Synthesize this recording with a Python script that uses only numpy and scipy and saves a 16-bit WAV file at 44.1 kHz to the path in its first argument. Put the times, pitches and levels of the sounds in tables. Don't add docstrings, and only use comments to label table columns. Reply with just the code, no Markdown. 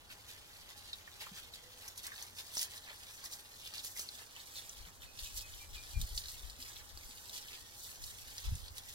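import sys
import numpy as np
from scipy import signal
from scipy.fft import rfft, irfft, next_fast_len
from scipy.io import wavfile
from scipy.ndimage import map_coordinates

SR = 44100
rng = np.random.default_rng(int(sys.argv[2]) if len(sys.argv) > 2 else 0)


def inscribe(sig):
    pcm = np.round(np.clip(np.atleast_2d(sig).T, -1, 1) * 32767)
    wavfile.write(sys.argv[1], SR, pcm.astype(np.int16))


N = 394254
TOP_HZ = 15850


# (frequency [Hz], gain [dB])
MURMUR_SPECTRUM = [(20, 4), (60, 10), (90, 16), (140, 5.5), (220, 4.5), (320, 4), (500, 5.5), (700, 4.5),
                   (1000, 5), (1500, 2.5), (3000, -18), (16000, -28)]
# (frequency [Hz], correlation [-1 to 1])
MURMUR_CORRELATION = [(60, 1), (200, 0.69), (450, 0.38), (800, 0), (2000, 0)]
# (time [s], pitch [Hz], level [dB], half length [s])
HOOTS = [(1.5, 472, -76, .09), (1.71, 502, -65.5, 0.047), (7.615, 1860, -69.5, 0.059)]
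# (time [s], level [dB], pitch [Hz], 60 dB decay time [s])
BUMPS = [(1.315, -42, 186, 0.068), (4.868, -56, 170, 0.12), (6.587, -53, 255, 0.12),
         (7.089, -52, 250, 0.078)]

# (time [s], final pitch [Hz], level [dB])
BIRD_NOTES = [(5.046, 2520, -59), (5.232, 2530, -56.5), (5.406, 2510, -57), (5.585, 2344, -57.5),
              (5.745, 2404, -53.5), (5.924, 2380, -53.5)]
BIRD_ECHO_S = 0.045

# (frequency [Hz], gain [dB])
RUMBLE_SPECTRUM = [(15, -5.5), (30, 0), (55, -0.5), (85, -3), (120, -14), (200, -36), (400, -53),
                   (1000, -84)]
CALM_DB = -72
# (time [s], rumble level [dB], half length [s])
GUSTS = [(0.7, -78, 0.99), (5.997, -59, 0.77), (8.453, -61.5, 0.39)]
# (time [s], level [dB], pitch [Hz], half length [s], left over right [dB])
PUFFS = [(4.823, -55, 52.5, 0.033, 8), (5.024, -56, 41.7, 0.019, 7), (5.236, -47.5, 45.4, 0.017, 4),
         (5.371, -50.5, 43.4, 0.028, 5), (5.747, -50.5, 39, 0.02, 11), (5.98, -32.5, 61.6, 0.018, 7),
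         (6.004, -45, 98.7, 0.027, 3), (6.031, -37, 44, 0.02, -2), (6.144, -41.5, 46.7, 0.028, 2),
         (6.46, -48, 45.5, 0.022, 13), (6.956, -53, 53.6, 0.014, 11), (7.055, -54, 42.4, 0.012, 7),
         (8.039, -52.5, 55.2, 0.033, 2), (8.477, -34.5, 48.6, 0.016, 1), (8.523, -29, 71.4, 0.0084, 0),
         (8.551, -43, 87, 0.016, -2), (8.632, -50.5, 56.4, 0.029, -8), (8.715, -45, 52.3, 0.0065, -7)]
# (multiple of its pitch [ratio], relative level [dB])
PUFF_EDDIES = [(.55, -2), (1, 0), (1.5, -5.5), (2.2, -16), (3.1, -26.5)]

# (frequency [Hz], 60 dB decay time [s])
SCATTER_DECAY = [(300, 0.067), (3000, 0.073), (12000, 0.028)]
# (frequency [Hz], gain [dB])
SCATTER_COLOUR = [(300, -3.5), (1200, -0.5), (2400, -3), (3600, 1.5), (16000, -1)]
# (time [s], delay of the left port behind the right [samples])
WATER_BEARING = [(0, 7.5), (1.6, 7.25), (2.6, 8.8), (4.0, 8.26), (4.45, 11.8), (5.7, 11.1), (6.18, 9.8),
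                 (6.8, 11.4), (7.5, 10.4), (8.0, 9.9), (8.9, 8.7)]

# (time [s], level [dB], middle bubble pitch [Hz])
PLOPS = [(1.075, -47, 1830), (1.208, -42.5, 2330), (1.215, -50, 2010), (1.237, -46, 2150),
         (2.077, -46, 1760), (2.1178, -43, 1870), (2.133, -49, 1730), (2.9068, -58, 1780)]
PLOP_T60_S, PLOP_RISE, PLOP_SPLAT_DB = 0.034, 0.096, -4

# (time [s], level [dB], pitch [Hz], fizz [dB], body [dB], contact time [s]: long = soft)
SLAPS = [(0.929, -28.5, 3700, -26, -30, 0.0021), (1.205, -39, 4500, -16, -26, 0.0016),
         (1.5362, -37, 3780, -19, -29, 0.0014), (1.8782, -33, 5750, -12, -22, .0005),
         (1.8823, -33.5, 5800, -2, -28, 0.00031), (1.9765, -35, 6200, 1.5, -30, 0.00027),
         (2.0328, -39, 4400, 0, -25, 0.00036), (2.0667, -35, 5840, 4, -23, 0.00032),
         (2.162, -46, 6100, -20, -28, .001), (2.224, -29, 6100, -8, -35, .0005),
         (2.3705, -40, 4600, -11, -25, 0.00042), (2.3896, -34, 3900, -14, -36, 0.0005),
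         (2.552, -28, 7500, -10, -32, .0003), (2.569, -22, 5240, -24, -10, 0.0005),
         (2.5778, -24, 5900, -16, -41, 0.00056), (2.5835, -26, 6500, -17, -35, .0003),
         (2.592, -20.5, 4880, -29, -42, 0.00066), (2.613, -30.5, 5700, 6, -33, .0005),
         (2.6283, -23.5, 5520, -3.5, -32, 0.00045), (2.7767, -32.5, 4900, -12, -30, 0.0002),
         (3.2395, -37, 5000, -12, -25, .0003), (3.257, -31, 5300, -21, -26, 0.00033),
         (3.3134, -38, 5500, -8, -28, .0003), (3.335, -32, 5200, -11, -32, 0.00035),
         (3.673, -32.5, 4900, -18, -30, 0.00035), (3.737, -32, 4300, -18, -14, .0005),
         (3.7797, -31, 4500, -32, -26, .0007), (3.792, -31, 4170, -20, -28, .0004),
         (3.8388, -35, 5730, -5, -28, .0007), (3.8462, -35.5, 4060, 5.5, -9, 0.0007),
         (3.867, -36, 5070, -15, -25, 0.00033), (3.9727, -31, 5700, -8, -32, 0.00059),
         (3.9937, -21.5, 5840, -10, -16, 0.00012), (4.0873, -31, 4160, -30, -27, 0.00076),
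         (4.3628, -34.5, 3050, -14, -18, 0.00046), (4.4007, -37, 4100, -18, -26, 0.00068),
         (4.567, -41, 4400, -15, -21, .0004), (4.6927, -32.5, 5860, -25, -18, 0.00098),
         (5.19, -27.5, 3680, -18, -21, 0.00024), (5.3737, -33, 4040, -6, -29, 0.00025),
         (5.391, -33, 4430, -15, -26, 0.00026), (5.399, -34, 4200, -15, -26, .0002),
         (5.409, -33, 3670, -13, -28, .0002), (5.9953, -40, 5000, -10, -28, 0.00022),
         (6.0138, -27, 3700, -3, -34, 0.00041), (6.151, -36.5, 5600, -3, -28, .0003),
         (6.1763, -18, 4700, -24, -46, 0.00022), (6.238, -33, 4100, -26, -28, .0004),
         (6.2566, -31, 4080, -19, -24, 0.00036), (6.283, -32, 4180, -15, -28, .0005),
         (6.497, -33, 4170, -9, -21, 0.00042), (6.6245, -35, 4800, -12, -30, 0.0005),
         (6.7645, -36, 3550, -23, -28, .0005), (6.973, -35.5, 4420, -9, -7, 0.00075),
         (7.1083, -35, 4300, -15, -22, .0002), (7.2943, -34.5, 3900, -4, -26, .0004),
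         (7.3394, -35, 4400, -12, -20, 0.00027), (7.483, -33.5, 3460, -22, -26, .0004),
         (7.378, -34.5, 4800, -8, -28, 0.00027), (8.039, -26.5, 5100, -22, -37, 0.0002),
         (8.3803, -25.5, 5050, -30, -49, 0.00027), (8.553, -30.5, 6700, -17, -36, 0.00016),
         (8.681, -34, 4270, -18, -28, 0.00035), (8.7806, -30.5, 4020, -5, -36, 0.0004)]
SLAP_T60_S = 0.044

# (time [s], leaf patter level [dB])
JET = [(0, -62), (0.9, -58), (1.02, -59), (1.15, -57.5), (1.6, -60.5), (2.2, -58.5), (2.31, -61),
       (2.5, -56.5), (2.82, -59), (3.1, -56.5), (3.5, -59.5), (4.1, -57), (4.29, -60.5), (4.6, -55),
       (4.97, -63.5), (5.12, -63), (5.5, -56.5), (5.62, -55), (5.68, -61.5), (5.8, -56), (6.43, -56.5),
       (6.55, -61.5), (6.68, -54.5), (6.85, -61), (7.3, -54.5), (7.7, -60), (7.82, -60.5), (8.1, -55.5),
       (8.65, -56.5), (8.72, -61.5), (8.94, -55)]
# (time [s], mist over patter [dB])
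MISTING = [(0, -1.5), (1.5, -2), (2.2, 0), (7, 0.8)]
# (time [s], patter level [dB], half length [s], mist over patter [dB], soil over patter [dB])
SPLASHES = [(0.118, -56.5, 0.017, -5, 3), (0.313, -56.5, 0.028, -0.5, -1), (0.702, -55.5, 0.011, 0.5, 1),
            (0.782, -56.5, 0.009, 1, -18), (1.218, -49, 0.011, -2.5, -2), (1.233, -55.5, 0.0064, -2.5, -1),
            (1.266, -50, 0.016, -6, -10), (1.378, -53, 0.024, -2, -1), (1.443, -55.5, 0.015, -3, -16),
            (1.55, -56.5, 0.018, -2, -20), (1.84, -59.5, 0.052, 2.5, 3), (1.99, -53, 0.018, 0, -16),
            (2.065, -53, 0.024, 0.5, 0), (2.2, -54, 0.053, 0.5, -0.5), (2.392, -46.5, 0.017, -3.5, -8),
            (2.598, -42, 0.038, 1.5, -9), (2.737, -53, 0.036, -0.5, -4), (2.898, -54, 0.028, -20, 4.5),
            (3.254, -49.5, 0.016, 1.5, -1.5), (3.334, -52, 0.018, 2.5, -8), (3.658, -51.5, 0.038, -4, -19),
            (3.757, -48, 0.023, -3, -9), (3.794, -49, 0.015, -3.5, -7), (3.865, -50, 0.024, 2, -13),
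            (3.917, -55.5, 0.016, 2.5, -20), (3.998, -51, 0.027, 7.5, 2), (4.144, -55.5, .02, -0.5, -10),
            (4.208, -54, 0.021, 0.5, 2), (4.374, -55, 0.02, -7, -4), (4.578, -50, 0.018, -0.5, -8),
            (4.882, -60, 0.023, 1.5, 5.5), (5.034, -59.5, 0.015, 6, 6.5), (5.237, -50, 0.061, -1.5, -17),
            (5.38, -50.5, 0.035, 2.5, -29), (5.759, -52.5, 0.023, -4, -5), (6.014, -52, 0.016, 0, -17),
            (6.18, -52, 0.019, 6, -23), (6.31, -55.5, 0.029, 3.5, -20), (6.615, -53.5, 0.02, 0.5, -20),
            (6.773, -53, 0.028, -5.5, -21), (7.358, -50, 0.019, 0.5, -25), (7.253, -61, 0.023, -3, -20),
            (7.53, -53, 0.038, -7, -18), (7.858, -55, 0.066, 3, -8), (8.06, -59.5, 0.065, 6, -13),
            (8.443, -55, 0.029, -5, -22), (8.772, -52.5, 0.017, 1, -3), (8.893, -51, 0.0078, 1, -16)]
SPLASH_SKEW = 1.01
# (frequency [Hz], gain [dB])
LEAF_SPECTRUM = [(300, -26), (1200, -26.5), (2450, -5), (3300, 0), (4600, 2.5), (6500, -1.5), (9000, 4.5),
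                 (16000, 3.5)]
MIST_SPECTRUM = [(1500, -25), (4000, -8), (6000, -2), (8000, -3.5), (10200, -5), (11700, 2), (13000, -3.5),
                 (15800, -0.5)]
SOIL_SPECTRUM = [(120, -17), (350, -3.5), (900, -2.5), (1400, -4), (1800, 7.5), (2400, 7), (4500, 19.5),
                 (10000, -46)]
LEAF_HZ, LEAF_OCTAVES_PER_DB = 4670, 0.28
CLUMPS_PER_S, SWAYS_PER_S, SWAY_DB = 55, 17, 0.53
RUNOFF_DB, DRIPS_DB = -3, -12


def amp(db):
    return 10 ** (np.asarray(db) / 20)


def unit(x):
    return x / np.sqrt(np.mean(x ** 2) + 1e-20)


def along(points, hz):
    f, v = np.transpose(points)
    return np.interp(np.log(hz + 1), np.log(f + 1), v)


def curves(rows):
    times, *columns = np.transpose(rows)
    return [np.interp(np.arange(N) / SR, times, column) for column in columns]


def wobble(rate):
    knots = rng.standard_normal(4096)
    return map_coordinates(knots, [np.arange(N) * rate / SR], mode="wrap")


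def swell(s, half, skew=1):
    t = np.arange(N) / SR - s
    width = np.where(t < 0, half / skew, half * skew)
    return np.exp(-.5 * np.minimum((t / width) ** 2, 100))


def filtered(x, response):
    n = x.shape[-1]
    m = next_fast_len(n + 4096)
    hz = np.fft.rfftfreq(m, 1 / SR)
    return irfft(rfft(x, m) * response(hz), m)[..., :n]


def coloured(x, spectrum):
    return unit(filtered(x, lambda hz: amp(along(spectrum, hz))))


def band(x, centre_hz, q):
    def resonance(hz):
        damping = 1j * hz * centre_hz / q
        return (damping / (centre_hz ** 2 - hz ** 2 + damping)) ** 2

    return unit(filtered(x, resonance))


def yard(x, wet_db):
    hop, size = SR // 16, SR // 8
    starts = range(0, N, hop)
    noise = rng.standard_normal((len(starts), 2, size))
    hz, t, z = signal.stft(noise, SR, nperseg=256)
    decay_db = along(SCATTER_COLOUR, hz)[:, None] - 60 * t / along(SCATTER_DECAY, hz)[:, None]
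    tails = signal.istft(z * amp(decay_db), SR, nperseg=256)[1]
    tails /= np.linalg.norm(tails, axis=-1, keepdims=True)
    wet = np.zeros((2, N + SR))
    for start, tail in zip(starts, tails):
        answer = signal.fftconvolve(x[:, start:start + hop], tail, axes=1)
        wet[:, start:start + answer.shape[1]] += answer
    return x + amp(wet_db) * wet[:, :N]


def at_ports(x, s):
    lag = np.interp(s, *np.transpose(WATER_BEARING)) / SR
    left = filtered(x, lambda hz: np.exp(-2j * np.pi * hz * lag))
    return np.array([left, x])


def outdoors():
    def mid_side_gains(hz):
        angle = np.arccos(np.clip(along(MURMUR_CORRELATION, hz), -1, 1)) / 2
        return np.array([np.cos(angle), np.sin(angle)])

    mid, side = filtered(rng.standard_normal((2, N)), mid_side_gains)
    murmur = coloured(np.array([mid + side, mid - side]), MURMUR_SPECTRUM)
    hum = amp(-78.5) * band(rng.standard_normal(N), 825.0, q=29.0)
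    return amp(-64.0) * murmur + hum


def hoots(q=30):
    out = np.zeros(N)
    for s, pitch_hz, db, half in HOOTS:
        out += amp(db) * swell(s, half) * band(rng.standard_normal(N), pitch_hz, q=q)
    return out


def bumps(rise_s=0.0034):
    out, t = np.zeros(N), np.arange(SR // 4) / SR
    for s, db, pitch_hz, t60 in BUMPS:
        envelope = amp(db - 60 * t / t60) * (1 - np.exp(-t / rise_s))
        out[round(s * SR):][:len(t)] += envelope * np.sin(2 * np.pi * pitch_hz * t)
    return out


def bird(fall=.07, glide_s=.018, length_s=.08, rough=.009):
    song, t = np.zeros(N), np.arange(int(length_s * SR)) / SR
    for s, pitch_hz, db in BIRD_NOTES:
        quaver = rough * band(rng.standard_normal(len(t)), 80, q=0.9)
        hz = pitch_hz * (1 + fall * np.exp(-t / glide_s) + quaver)
        phase = 2 * np.pi * np.cumsum(hz) / SR
        song[round(s * SR):][:len(t)] += amp(db) * np.sin(np.pi * t / length_s) ** 2 * np.sin(phase)
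    song = song + amp(-13) * np.roll(song, round(BIRD_ECHO_S * SR))
    return yard(song * amp([[1.0], [-1.0]]), wet_db=-6)


def breeze():
    strength = amp(CALM_DB) + sum(amp(db) * swell(s, half) for s, db, half in GUSTS)
    lumps = amp(1.3 * np.array([wobble(15), wobble(29)]))
    noise = rng.standard_normal((2, N)) + 0.5 * rng.standard_normal(N)
    rumble = coloured(noise, RUMBLE_SPECTRUM)
    out = strength * unit(lumps * rumble) * amp([[.8], [-.8]])
    t = np.arange(-SR // 8, SR // 8) / SR
    count = len(PUFF_EDDIES)
    for s, db, pitch_hz, half, pan_db in PUFFS:
        phases = rng.uniform(0, 2 * np.pi, (count, 1, 1)) + 1.22 * rng.standard_normal((count, 2, 1))
        eddies = np.zeros((2, len(t)))
        for (ratio, level_db), phase in zip(PUFF_EDDIES, phases):
            eddies += amp(level_db) * np.sin(2 * np.pi * ratio * pitch_hz * t + phase)
        puff = unit(eddies) * np.exp(-.5 * (t / half) ** 2)
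        port_gains = amp([[db + pan_db / 2], [db - pan_db / 2]])
        out[:, round((s + t[0]) * SR):][:, :len(t)] += puff * port_gains
    return out


def plops(attack_s=0.00065, rise_s=0.017):
    out, t = np.zeros((2, N + SR)), np.arange(SR // 12) / SR
    envelope = amp(-60 * t / PLOP_T60_S) * (1 - np.exp(-t / attack_s))
    for s, db, pitch_hz in PLOPS:
        bubble_hz = pitch_hz * (1 + PLOP_RISE * (.5 - np.exp(-t / rise_s)))
        bubble = np.sin(2 * np.pi * np.cumsum(bubble_hz) / SR)
        splatter = amp(PLOP_SPLAT_DB) * band(rng.standard_normal(len(t)), pitch_hz, q=1.5)
        plop = amp(db) * envelope * (bubble + splatter)
        out[:, round(s * SR):][:, :len(t)] += at_ports(plop, s)
    return yard(out[:, :N], wet_db=-1)


def slaps(push_s=0.0001, bend=0.19):
    out, t = np.zeros((2, N + SR)), np.arange(SR // 12) / SR
    for s, db, pitch_hz, fizz_db, body_db, contact_s in SLAPS:
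        contact = amp(-60 * t / SLAP_T60_S) * (1 - np.exp(-(t / (0.49 * contact_s)) ** 2))
        noise = rng.standard_normal((3, len(t))) * contact
        smack = band(noise[0], pitch_hz, q=1.03)
        fizz = amp(fizz_db + 8.5) * band(noise[1], 8800, q=0.57)
        splat = amp(body_db - 11) * band(noise[2], 890, q=1.0)
        burst = amp(-16) * (smack + fizz + splat) * np.std(contact) / contact.max()
        struck = np.maximum(t - .0012, 0)
        u = struck / contact_s
        sagging_phase = 2 * np.pi * pitch_hz * struck * (1 + bend * np.exp(-u / 2))
        tick = amp(-5.5) * u * np.exp(1 - u) * np.sin(sagging_phase)
        knock = amp(body_db + 1.5) * np.exp(-((t - .0014) / push_s) ** 2)
        slap = amp(db) * (tick + knock + burst)
        out[:, round(s * SR):][:, :len(t)] += at_ports(slap, s)
    return yard(out[:, :N], wet_db=-7)


def flow():
    jet_db, = curves(JET)
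    misting_db, = curves(MISTING)
    jet_db = jet_db + SWAY_DB * wobble(SWAYS_PER_S)
    power = amp([jet_db, jet_db + misting_db, jet_db + RUNOFF_DB]) ** 2
    for s, db, half, mist_db, soil_db in SPLASHES:
        splash = amp([[db], [db + mist_db], [db + soil_db]])
        power += splash ** 2 * swell(s, half, SPLASH_SKEW) ** 2
    return np.sqrt(power)


def drops(count, pitch_hz, spread, cycles, scatter_db, width, size):
    chance = rng.standard_normal((count, 3))
    start = rng.uniform(0, N - 1, count)
    centre_hz = np.broadcast_to(pitch_hz, N)[start.astype(int), None]
    hz = np.clip(centre_hz * np.exp(spread * chance[:, :1]), 200, TOP_HZ)
    strength = amp(scatter_db * np.minimum(chance[:, 1:2], 2.6))
    lag = np.interp(start / SR, *np.transpose(WATER_BEARING)) + width * chance[:, 2]
    ports = []
    for arrival in (start + np.abs(lag), start):
        index = np.ceil(arrival).astype(int)[:, None] + np.arange(size)
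        turns = (index - arrival[:, None]) * hz / SR
        ring = strength * np.exp(-turns / cycles) * np.sin(2 * np.pi * turns)
        ports.append(np.bincount(index.ravel(), ring.ravel(), N)[:N])
    return np.array(ports)


def spray():
    on_leaf, as_mist, on_soil = flow()
    mist_over_leaf_db = 20 * np.log10(as_mist / on_leaf)
    leaf_hz = LEAF_HZ * 2 ** (LEAF_OCTAVES_PER_DB * mist_over_leaf_db)
    flutter = wobble(CLUMPS_PER_S)

    leaf = drops(count=7000, pitch_hz=leaf_hz, spread=0.44, cycles=0.38, scatter_db=3.5, width=0.81, size=64)
    heavy = drops(count=1500, pitch_hz=leaf_hz, spread=0.25, cycles=6.2, scatter_db=7.0, width=0.25, size=200)
    mist = drops(count=36000, pitch_hz=10260, spread=0.44, cycles=0.42, scatter_db=1.0, width=1.39, size=12)
    soil = drops(count=8000, pitch_hz=1553, spread=0.414, cycles=3.3, scatter_db=3.0, width=0.1, size=200)
    drips = drops(count=300, pitch_hz=leaf_hz, spread=0.26, cycles=1.03, scatter_db=0.5, width=0.65, size=160)

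    patter = coloured(leaf, LEAF_SPECTRUM) + amp(-15.5) * unit(heavy) + amp(DRIPS_DB) * unit(drips)
    patter = patter * on_leaf * amp(-3.5 + 1.54 * flutter)
    hiss = coloured(mist, MIST_SPECTRUM) * as_mist * amp(-1.5 + 1.46 * flutter)
    hiss = hiss * amp([[-.6], [.6]])
    splatter = coloured(soil, SOIL_SPECTRUM) * on_soil * amp(-4.5 + 1.26 * wobble(30))
    return yard(patter + hiss + splatter, wet_db=-2.5)


def scene():
    background = outdoors() + hoots() + bumps()
    water = (plops() + slaps() + spray()) * amp([[-.1], [.1]])
    return background + bird() + breeze() + water


def record(dry):
    return filtered(dry, lambda hz: hz < TOP_HZ)


dry = scene()
out = record(dry)
inscribe(out)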